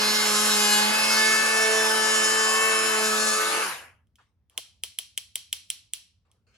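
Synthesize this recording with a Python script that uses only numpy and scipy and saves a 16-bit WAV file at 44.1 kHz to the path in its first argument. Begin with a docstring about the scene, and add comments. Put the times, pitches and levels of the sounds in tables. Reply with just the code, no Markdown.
"""A workshop with a low hum, a phone's microphones close to a cordless hand planer. The two-blade drum
bites deep into a board edge, then skims, singing at multiples of its turning rate over the belt-driven
motor and the rush of chips. The cut runs out; at 3.6 s the drum brakes while the planer's whole sound is
faded out, ever faster. Then, among small rustles of the hands, the depth dial is turned through eight
detents, each a snap with a bright, ringing tail."""
import sys
import numpy as np
from scipy import signal
from scipy.fft import rfft, irfft, next_fast_len
from scipy.io import wavfile
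from scipy.ndimage import uniform_filter1d, map_coordinates

SR = 44100
rng = np.random.default_rng(int(sys.argv[2]) if len(sys.argv) > 2 else 0)


def materialize(psi):
    """Save the field psi as 16-bit PCM at rate SR to the path in sys.argv[1].

    A 1-D psi becomes a single channel; in a 2-D psi each row is a channel.
    """
    bounded = np.clip(np.atleast_2d(psi).T, -1, 1)
    quanta = np.round(bounded * 32767).astype(np.int16)
    wavfile.write(sys.argv[1], SR, quanta)


N = 289737
T = np.arange(N) / SR

# The pass along the board. Each row: time in seconds, then housing roar, chip hiss and blade bite in dB.
CUT_LEVELS = [(0, -27.5, -32, -2.5), (.12, -31, -35.5, -1.5), (.38, -31.5, -28, -0.5), (.62, -32, -28, -1),
              (.79, -30.5, -29.5, -0.5), (.91, -29.5, -30, -8.5), (1.1, -31.5, -28.5, -3),
              (1.3, -31.5, -28, -0.5), (1.5, -31, -30, -3), (1.75, -31.5, -32.5, -1),
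              (1.95, -31.5, -29.5, -4.5), (2.15, -32, -33, 1), (2.55, -32, -31.5, -4),
              (2.75, -31, -31.5, -3), (3.09, -33, -31.5, -5), (3.3, -34.5, -30.5, -1.5),
              (3.6, -30.5, -32.5, -14.5)]

OFF_S, LIFT_BITE_DB = 3.629, -12  # the trigger is let go; the bite drops as the blades lift
DEEP = np.clip(1 - (T - 0.87) / 0.21, 0, 1)  # 1 while the blades bite deep, 0 once they skim
RUNNING_OUT = np.clip((T - 3.03) / 0.102, 0, 1)  # the cut runs out
LIFTED = np.clip((T - 3.38) / 0.03, 0, 1)  # the blades leave the wood
POWERED, SINCE_OFF = T < OFF_S, np.maximum(T - OFF_S, 0)
FADE_DB = -29 * SINCE_OFF - 200 * SINCE_OFF ** 2  # the planer's whole sound is faded out, ever faster
BRAKING_DB = FADE_DB - 200 * SINCE_OFF  # on top of the fade-out, the brake smears most tones away


def amp(db):
    return 10 ** (np.asarray(db) / 20)


def unit(x):
    return x / np.sqrt(np.mean(np.abs(x) ** 2) + 1e-20)


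def along(points, hz):
    """Reads (Hz, value) points on a log axis."""
    f, v = np.transpose(points)
    return np.interp(np.log(hz + 1), np.log(f + 1), v)


def curves(rows):
    """One value per sample for each column after the time."""
    s, *cols = np.transpose(rows)
    return [np.interp(T, s, c) for c in cols]


def wobble(rate, size=N):
    """A smooth random curve, rate knots a second."""
    knots = rng.standard_normal(int(size * rate / SR) + 4)
    return map_coordinates(knots, [np.arange(size) * rate / SR])


def filtered(x, response):
    """x through a complex frequency response."""
    m = next_fast_len(x.shape[-1] + SR // 4)
    return irfft(rfft(x, m) * response(np.fft.rfftfreq(m, 1 / SR)), m)[..., :x.shape[-1]]


def resonance(hz, centre, width):
    """The response of one damped mode."""
    return 1j * hz * width / (centre ** 2 - hz ** 2 + 1j * hz * width)


def rush(spectrum, patchy_db, gate=1):
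    """Two noises of rms 1, shaped by (Hz, dB) points, pulsed by gate, with patches of random gain."""
    z = signal.stft(gate * rng.standard_normal((2, N)), nperseg=512)[2]
    patches = uniform_filter1d(uniform_filter1d(rng.standard_normal(z.shape[1:]), 5, 0), 12, 1)
    pair = signal.istft(z * amp(patchy_db * unit(patches)), nperseg=512)[1][:, :N]
    return unit(filtered(pair, lambda hz: amp(along(spectrum, hz))))


def tone(phase, db, waver_db, drift, rate, scatter=np.pi):
    """Two sines a quarter cycle apart, wavering as room paths change; drift and scatter in radians."""
    step = 64
    size = N // step + 2
    start = np.exp(1j * scatter * rng.standard_normal())
    pair = []
    for quarter in (1, 1j):
        gain = amp(waver_db * wobble(rate * step, size))
        shift = np.exp(1j * drift * wobble(rate * step, size))
        pair.append(np.interp(np.arange(N) / step, np.arange(size), start * quarter * gain * shift))
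    return np.sqrt(2) * amp(db) * (np.exp(1j * phase) * pair).real


def microphone_pair(pair):
    """Two unrelated versions of a sound become left and right, partly alike at the two ports."""
    # Each row: frequency in Hz, correlation of the ports.
    likeness = [(60, 0.84), (400, 0.99), (700, 0.95), (1400, 0.42), (5500, 0.22), (8300, 0.44),
                (11000, 0.41), (12500, 0.71)]
    # Each row: frequency in Hz, lead of the left port in radians.
    lead = [(350, 0.07), (690, 1.15), (1500, 0), (3500, 0.5), (7000, -1), (8270, -4), (11000, -6.5),
            (12100, -8), (14500, -8)]
    # Each row: frequency in Hz, left over right in dB.
    lean = [(60, 0.5), (240, -4), (700, -0.5), (3770, 2.5), (15000, -0.5)]
    angle = lambda hz: np.arccos(along(likeness, hz)) / 2
    mid, side = filtered(pair, lambda hz: np.array([np.cos(angle(hz)), np.sin(angle(hz))]))
    left = lambda hz: amp(along(lean, hz) / 2) * np.exp(.5j * along(lead, hz))
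    return filtered(np.array([mid + side, mid - side]), lambda hz: np.array([left(hz), 1 / left(hz)]))


def room_tone():
    """The workshop's low, wavering hum and the faint hush of still air."""
    # Each row: frequency in Hz, relative density in dB.
    hum_spectrum = [(15, -58.5), (35, -27), (55, -7), (92, -4), (107, -7), (120, -17), (225, -23),
                    (335, -35), (600, -41.5), (1000, -60.5)]
    # Each row: time in seconds, level in dB.
    hum_level = [(0, -64), (4.2, -66.5), (5.9, -67.5), (6.2, -69.5)]
    hum_db, = curves(hum_level)
    hum = amp(hum_db + 2 * wobble(6)) * rush(hum_spectrum, 1.7)
    still_air = amp(-88.5) * rush([(200, -10.5), (600, 0.5), (6000, -20.5), (8500, -59.0)], 1.8)
    return hum + still_air


def handling():
    """Hands shift on the tool: faint rustles that rise, hold and die in the room."""
    # Each row: start and hold in seconds, dull and bright level in dB.
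    rustles = [(4.183, 0.04, -66.5, -69), (4.502, 0.18, -76, -74), (6.25, 0.115, -77, -82.5),
               (6.466, 0.066, -73, -74), (6.54, .1, -78.5, -71.5)]
    rise_s, t60_s = .003, 0.28
    dull = rush([(200, -50), (350, -3.5), (1000, -3.0), (1800, -7.5), (2500, -36.5)], 4.9)
    bright = rush([(1500, -20), (2300, -5.0), (5000, -12.5), (9500, -21), (11000, -41.0)], 4.3)
    out = np.zeros((2, N))
    for s, hold, dull_db, bright_db in rustles:
        shape = np.clip((T - s) / rise_s, 0, 1) * amp(-60 * np.maximum(T - s - hold, 0) / t60_s)
        out += shape * (amp(dull_db) * dull + amp(bright_db) * bright)
    return out


def click_tail():
    """A bright, ringing click tail, with a gap near 13 kHz that is not the room's; a fresh pair."""
    # Each row: frequency in Hz, relative density in dB.
    colour = [(180, -56), (300, -31.5), (1300, -24.5), (1650, -23), (2300, -13), (3150, -5), (3650, -10),
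              (4150, -6.5), (5000, -12), (5700, -6.5), (6600, -17), (7800, -7.5), (8600, -16), (9800, -9),
              (12500, -16.5), (13300, -54), (14700, -10.5), (16000, -21.5)]
    # Each row: frequency in Hz, seconds to fall 60 dB.
    decay = [(300, 0.2), (2000, 0.37), (5000, 0.39), (11000, 0.28), (15000, 0.16)]
    hz, t, z = signal.stft(rng.standard_normal((2, SR // 2)), SR, nperseg=256)
    db = along(colour, hz)[:, None] - 60 * t / along(decay, hz)[:, None]
    tail = signal.istft(z * amp(db), SR, nperseg=256)[1]
    return tail / np.linalg.norm(tail[0])


def detent(t, knock_db, ring_db):
    """The ball scrapes over a crest, drops at t = 0 and rattles: the knob rings, the housing knocks."""
    # The knob's broad modes. Each row: centre and width in Hz, relative level in dB.
    modes = [(2150, 650, -10), (3170, 340, 3), (4660, 740, -12), (5266, 450, -5.5), (7690, 560, -1),
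             (9700, 610, -2.5), (11500, 1800, -9.5), (14720, 1200, -16)]
    # Its lasting ring. Each row: frequency in Hz, level in dB, seconds to fall 60 dB.
    rings = [(3103, -29, 0.061), (3180, -42, 0.31)]
    creep = np.exp(t / 0.00036) + 0.017 * np.exp(t / 0.0048)
    rattle = 0.22 * rng.standard_normal((2, len(t))) * np.where(t < 0, creep, np.exp(-t / 0.001))
    rattle = filtered(rattle, lambda hz: hz ** 2 / (hz ** 2 + 5500 ** 2))  # thin and bright
    drop = filtered(1. * (np.abs(t) < .5 / SR), lambda hz: np.array([[1], [-.6j]]))
    grip_db = rng.normal(0, 2.2, len(modes))  # the fingers damp other modes each time
    knob = lambda hz: sum((-1) ** k * amp(db + grip_db[k]) * resonance(hz, centre, width)
                          for k, (centre, width, db) in enumerate(modes))
    snap = filtered(rattle + drop, knob)
    quarter = np.array([[0], [np.pi / 2]])
    ring = (t > 0) * sum(amp(db + ring_db - 60 * t / t60) * np.sin(2 * np.pi * hz * t - quarter)
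                         for hz, db, t60 in rings)
    blow = rng.standard_normal((2, len(t))) * (t > 0) * t ** 2 * np.exp(-t / 0.0026)
    knock = filtered(blow, lambda hz: resonance(hz, centre=640, width=800) ** 2)
    return snap / np.abs(snap).max() + ring + amp(knock_db) * knock / np.abs(knock).max()


def depth_dial():
    """Detents and light ticks reach the microphones directly and off near walls, then ring out."""
    # Each row: time in seconds, level in dB, then housing knock and knob ring in relative dB.
    detents = [(4.577, -8.5, -28.5, 3.5), (4.836, -9, -34.5, 2.5), (4.987, -8.5, -37.5, 3),
               (5.1765, -9.5, -38.5, 3.5), (5.3561, -8, -38.5, 1.5), (5.5282, -6.5, -41, -2),
               (5.7017, -7, -53, -6.5), (5.9353, -9, -59, -7)]
    # The dial ticks under the fingers. Each row: time in seconds, level in dB.
    ticks = [(4.0705, -64), (4.1563, -46), (4.4978, -43.5), (6.315, -47.5)]
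    # Each row: echo delay in seconds, level in dB.
    walls = [(.0028, -15), (.0062, -16), (.0085, -19.5)]
    creep_s, detent_tail_db, tick_tail_db, tick_knock_db = .03, -1.5, 2, -32
    clicks = [(*row, detent_tail_db) for row in detents]
    clicks += [(s, db, tick_knock_db, 0, tick_tail_db) for s, db in ticks]
    out, t = np.zeros((2, N + SR)), np.arange(SR // 3) / SR - creep_s
    for s, db, knock_db, ring_db, tail_db in clicks:
        direct = detent(t, knock_db, ring_db)
        echoes = sum(amp(level + rng.normal(0, 2.8)) * np.roll(direct, round(delay * SR), axis=1)
                     for delay, level in walls)
        tail = np.pad(click_tail(), ((0, 0), (round((creep_s + 0.0047) * SR), 0)))
        start = round((s + 0.00054 - creep_s) * SR)
        out[:, start:start + len(t)] += amp(db) * (direct + echoes)
        out[:, start:start + tail.shape[1]] += amp(db + tail_db) * tail
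    return out[:, :N]


def brake(turn):
    """A rough whine swells at switch-off and falls in pitch with the braking drum."""
    rise = np.clip(SINCE_OFF / .06, 0, 1) ** 2
    return rise * tone(26.5 * turn, -43 + FADE_DB, waver_db=3, drift=2.8, rate=220)


def whine(turn):
    """A fuzzy whine; the drum's turn puts side lines on it."""
    # Each row: offset in drum orders, relative level in dB, gain in dB as the cut runs out.
    lines = [(0, -1, 0), (-1, -7, 8), (-1.7, -5, 2)]
    whine_hz, level_db = 1511, -38 + BRAKING_DB
    return sum(tone(2 * np.pi * whine_hz * T + k * turn, level_db + db + gain_db * RUNNING_OUT,
                    waver_db=3.5, drift=0.89, rate=35) for k, db, gain_db in lines)


def motor(turn, bite_db):
    """The belt couples motor and drum, so the motor sounds its own orders and sums of both."""
    # Each row: motor order, drum orders added to it.
    lines = [(1, 0), (1, 1), (1, 2), (1, 3), (1, 4), (8, 0), (12, 0), (8, 12)]
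    # The level of each line in dB.
    levels = [-49.5, -47, -51.5, -50.5, -40.5, -47, -47, -55]
    belt_ratio = 1.555  # motor turns per drum turn
    out = sum(tone((m * belt_ratio + k) * turn, db + BRAKING_DB - 4 * DEEP,
                   waver_db=3.5, drift=0.5, rate=6) for (m, k), db in zip(lines, levels))
    comb_db = -56.5 + 3.5 * T + bite_db + BRAKING_DB
    for k in range(18, 25):  # a comb of thin lines above the eighth motor order
        out += tone((8 * belt_ratio + k) * turn, comb_db, waver_db=2, drift=.5, rate=10)
    return out


def rushing_chips(turn):
    """The housing roars and the chips hiss, pulsing with each blade pass; the hiss is faded out first."""
    # The housing's roar. Each row: frequency in Hz, relative density in dB.
    roar_spectrum = [(59, -70.5), (100, -32.5), (213, -20.5), (383, -18), (490, -12.5), (1300, -6.5),
                     (1680, -4.5), (1850, -9), (3000, -11), (8800, -120)]
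    # The chips' hiss, same columns.
    hiss_spectrum = [(1500, -27.5), (2500, -10), (3700, -7), (5000, -6.5), (7200, -8.5), (8500, -10.5),
                     (9700, -5), (11700, -11.5), (12400, -9.5), (12650, -54.5)]
    roar_db, hiss_db, _ = curves(CUT_LEVELS)
    chatter_db = POWERED * RUNNING_OUT * wobble(100)  # the sole rattles as the cut runs out
    roar_pulse = np.exp(0.41 * POWERED * np.cos(2 * turn))
    roar = amp(roar_db + 1.15 * FADE_DB + chatter_db) * rush(roar_spectrum, 2.1, roar_pulse)
    # one blade cuts deeper than the other
    chip_pulse = np.exp(POWERED * (0.19 * np.cos(2 * turn) + 0.12 * np.cos(turn)))
    hiss = amp(hiss_db + LIFTED + 1.55 * FADE_DB) * rush(hiss_spectrum, 2.5, chip_pulse)
    return roar + hiss


def blade_drum(turn, bite_db):
    """The drum sounds multiples (orders) of its turning rate; high ones add to one strike a blade."""
    strong = (1, 2, 8)  # unbalance, blade pass and the main whine
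    # Each row: time in seconds, level in dB of each strong order.
    strong_levels = [(0, -40.5, -38.5, -36.5), (.5, -35, -36, -40.5), (.8, -37, -39, -30),
                     (.91, -33.5, -41, -40.5), (.94, -39.5, -41.5, -29), (1.11, -38.5, -43.5, -39.5),
                     (1.2, -39.5, -37, -25.5), (1.48, -45.5, -37, -27.5), (1.68, -43, -29.5, -27.5),
                     (2.16, -41.5, -36, -28.5), (2.72, -49.5, -33.5, -28.5), (3.05, -40, -33.5, -35.5),
                     (3.3, -39.5, -39.5, -31), (3.4, -51, -35.5, -37.5), (3.6, -58.5, -39, -39.5),
                     (3.67, -52.5, -46, -63), (3.8, -65, -71, -50)]
    singing = (10, 12, 14, 22, 24)  # these come and go with the wood
    # Each row: time in seconds, level in dB of each singing order.
    singing_levels = [(0.05, -37.5, -37.5, -38.5, -36, -30), (0.25, -34.5, -50, -37, -37.5, -44.5),
                      (0.45, -43.5, -39.5, -43, -43, -48), (0.65, -35.5, -34.5, -32.5, -34, -30),
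                      (0.851, -37.5, -35, -35, -35, -43), (1.05, -33.5, -29, -41, -35.5, -32),
                      (1.25, -27.5, -35.5, -35.5, -30, -35.5), (1.45, -35, -32.5, -46, -38.5, -43),
                      (1.65, -30.5, -34, -37, -39, -35.5), (1.85, -44.5, -37, -38.5, -47.5, -34),
                      (2.05, -37.5, -47, -33.5, -36, -35), (2.25, -39, -37.5, -33.5, -42.5, -33),
                      (2.45, -44.5, -38.5, -34.5, -35, -35.5), (2.65, -32, -30, -34.5, -45, -38.5),
                      (2.85, -41, -33.5, -37.5, -44, -34), (3.05, -40, -37, -38.5, -41.5, -39.5),
                      (3.25, -45, -38.5, -63, -45, -35.5), (3.45, -39.5, -42, -51, -35, -44)]
    # Even orders, one pulse per blade. Each row: order, level in dB in a deep cut and in a light cut.
    both_blades = [(4.13, -37, -38), (6.15, -40.5, -40), (15.9, -38, -44.5), (18.3, -36, -40.5),
                   (20, -35, -41.5), (25.45, -44, -40), (28.2, -51.5, -41), (33.14, -33.5, -35.5),
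                   (31, -41, -34.5), (35.4, -38, -41), (44.3, -44.5, -41.5), (55.8, -45.5, -58)]
    # Odd orders, from one blade cutting deeper, same columns.
    one_blade = [(3.03, -44.5, -40), (5, -39.5, -38), (6.95, -46.5, -41.5), (9.3, -56, -57.5),
                 (13, -46, -46), (14.9, -41, -51), (16.9, -50, -50.5), (18.8, -38.5, -51.5),
                 (20.7, -43.5, -57), (24.5, -37, -50.5), (32.8, -42.5, -46), (37.6, -46.5, -41.5),
                 (54.6, -46.5, -58)]
    strike_order = 17  # from here up the phases line up
    scatter = lambda k: .5 if k >= strike_order else np.pi
    phase = lambda k: k * turn + .04 * max(33 - k, 0) ** 2  # lower orders trail in the strike
    out = sum(tone(k * turn, db + FADE_DB, waver_db=1.27, drift=0.56, rate=10)
              for k, db in zip(strong, curves(strong_levels)))
    grain_db = (1 - LIFTED) * wobble(45)  # chatter in the grain: all high orders jump together
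    for k, db in zip(singing, curves(singing_levels)):
        db += BRAKING_DB + (LIFT_BITE_DB * LIFTED + grain_db) * (k >= strike_order)
        out += tone(phase(k), db, waver_db=1.85, drift=0.19, rate=1.5 * k, scatter=scatter(k))
    for k in np.setdiff1d(np.arange(1, 57), strong + singing):
        order, deep_db, light_db = np.transpose(one_blade if k % 2 else both_blades)
        db = DEEP * np.interp(k, order, deep_db) + (1 - DEEP) * np.interp(k, order, light_db)
        db += BRAKING_DB + (bite_db + grain_db) * min(k / 18, 1)
        db -= 5 * RUNNING_OUT * (k in (3, 4, 5))  # the board drones on these until the cut runs out
        db += 3 * wobble(2.5)  # each order swells and sinks as the tool slides along
        out += tone(phase(k), db, waver_db=3, drift=0.51, rate=3 + 1.1 * k, scatter=scatter(k))
    return out


def planer():
    """The drum's angle drives the tones and the pulsing; after switch-off the brake slows it evenly."""
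    # Each row: time in seconds, drum turns a second under power.
    speed = [(0, 211.4), (.27, 212.3), (.35, 210.1), (.52, 212.8), (.66, 208.9), (.75, 209.3), (1.02, 216),
             (1.64, 219.9), (2.12, 217.4), (2.5, 219), (2.67, 221), (3.17, 215.4), (3.37, 216),
             (3.55, 220.3)]
    slowing_hz_per_s = 680
    powered_hz, = curves(speed)
    drum_hz = np.maximum(powered_hz - slowing_hz_per_s * SINCE_OFF, 0)
    turn = 2 * np.pi * np.cumsum(drum_hz) / SR
    _, _, bite_db = curves(CUT_LEVELS)
    tones = blade_drum(turn, bite_db) + motor(turn, bite_db) + whine(turn) + brake(turn)
    return tones * (SINCE_OFF < 0.18) + rushing_chips(turn)


def scene():
    """The tool shifts a little in front of the microphones, over room tone and handling."""
    # Each row: time in seconds, left over right in dB.
    position = [(0, -1.5), (3.6, 0.2), (4.5, -1), (6, -2)]
    lean_db, = curves(position)
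    background = microphone_pair(room_tone() + handling())
    tool = microphone_pair(planer() + depth_dial())
    return background + tool * amp([lean_db / 2, -lean_db / 2])


def record(dry):
    """The phone's microphones roll off in the deep bass; nothing is kept above the band limit."""
    bass_hz, top_hz = 40, 16500
    return filtered(dry, lambda hz: (hz < top_hz) * hz ** 2 / (hz ** 2 + bass_hz ** 2))


dry = scene()
out = record(dry)
materialize(out)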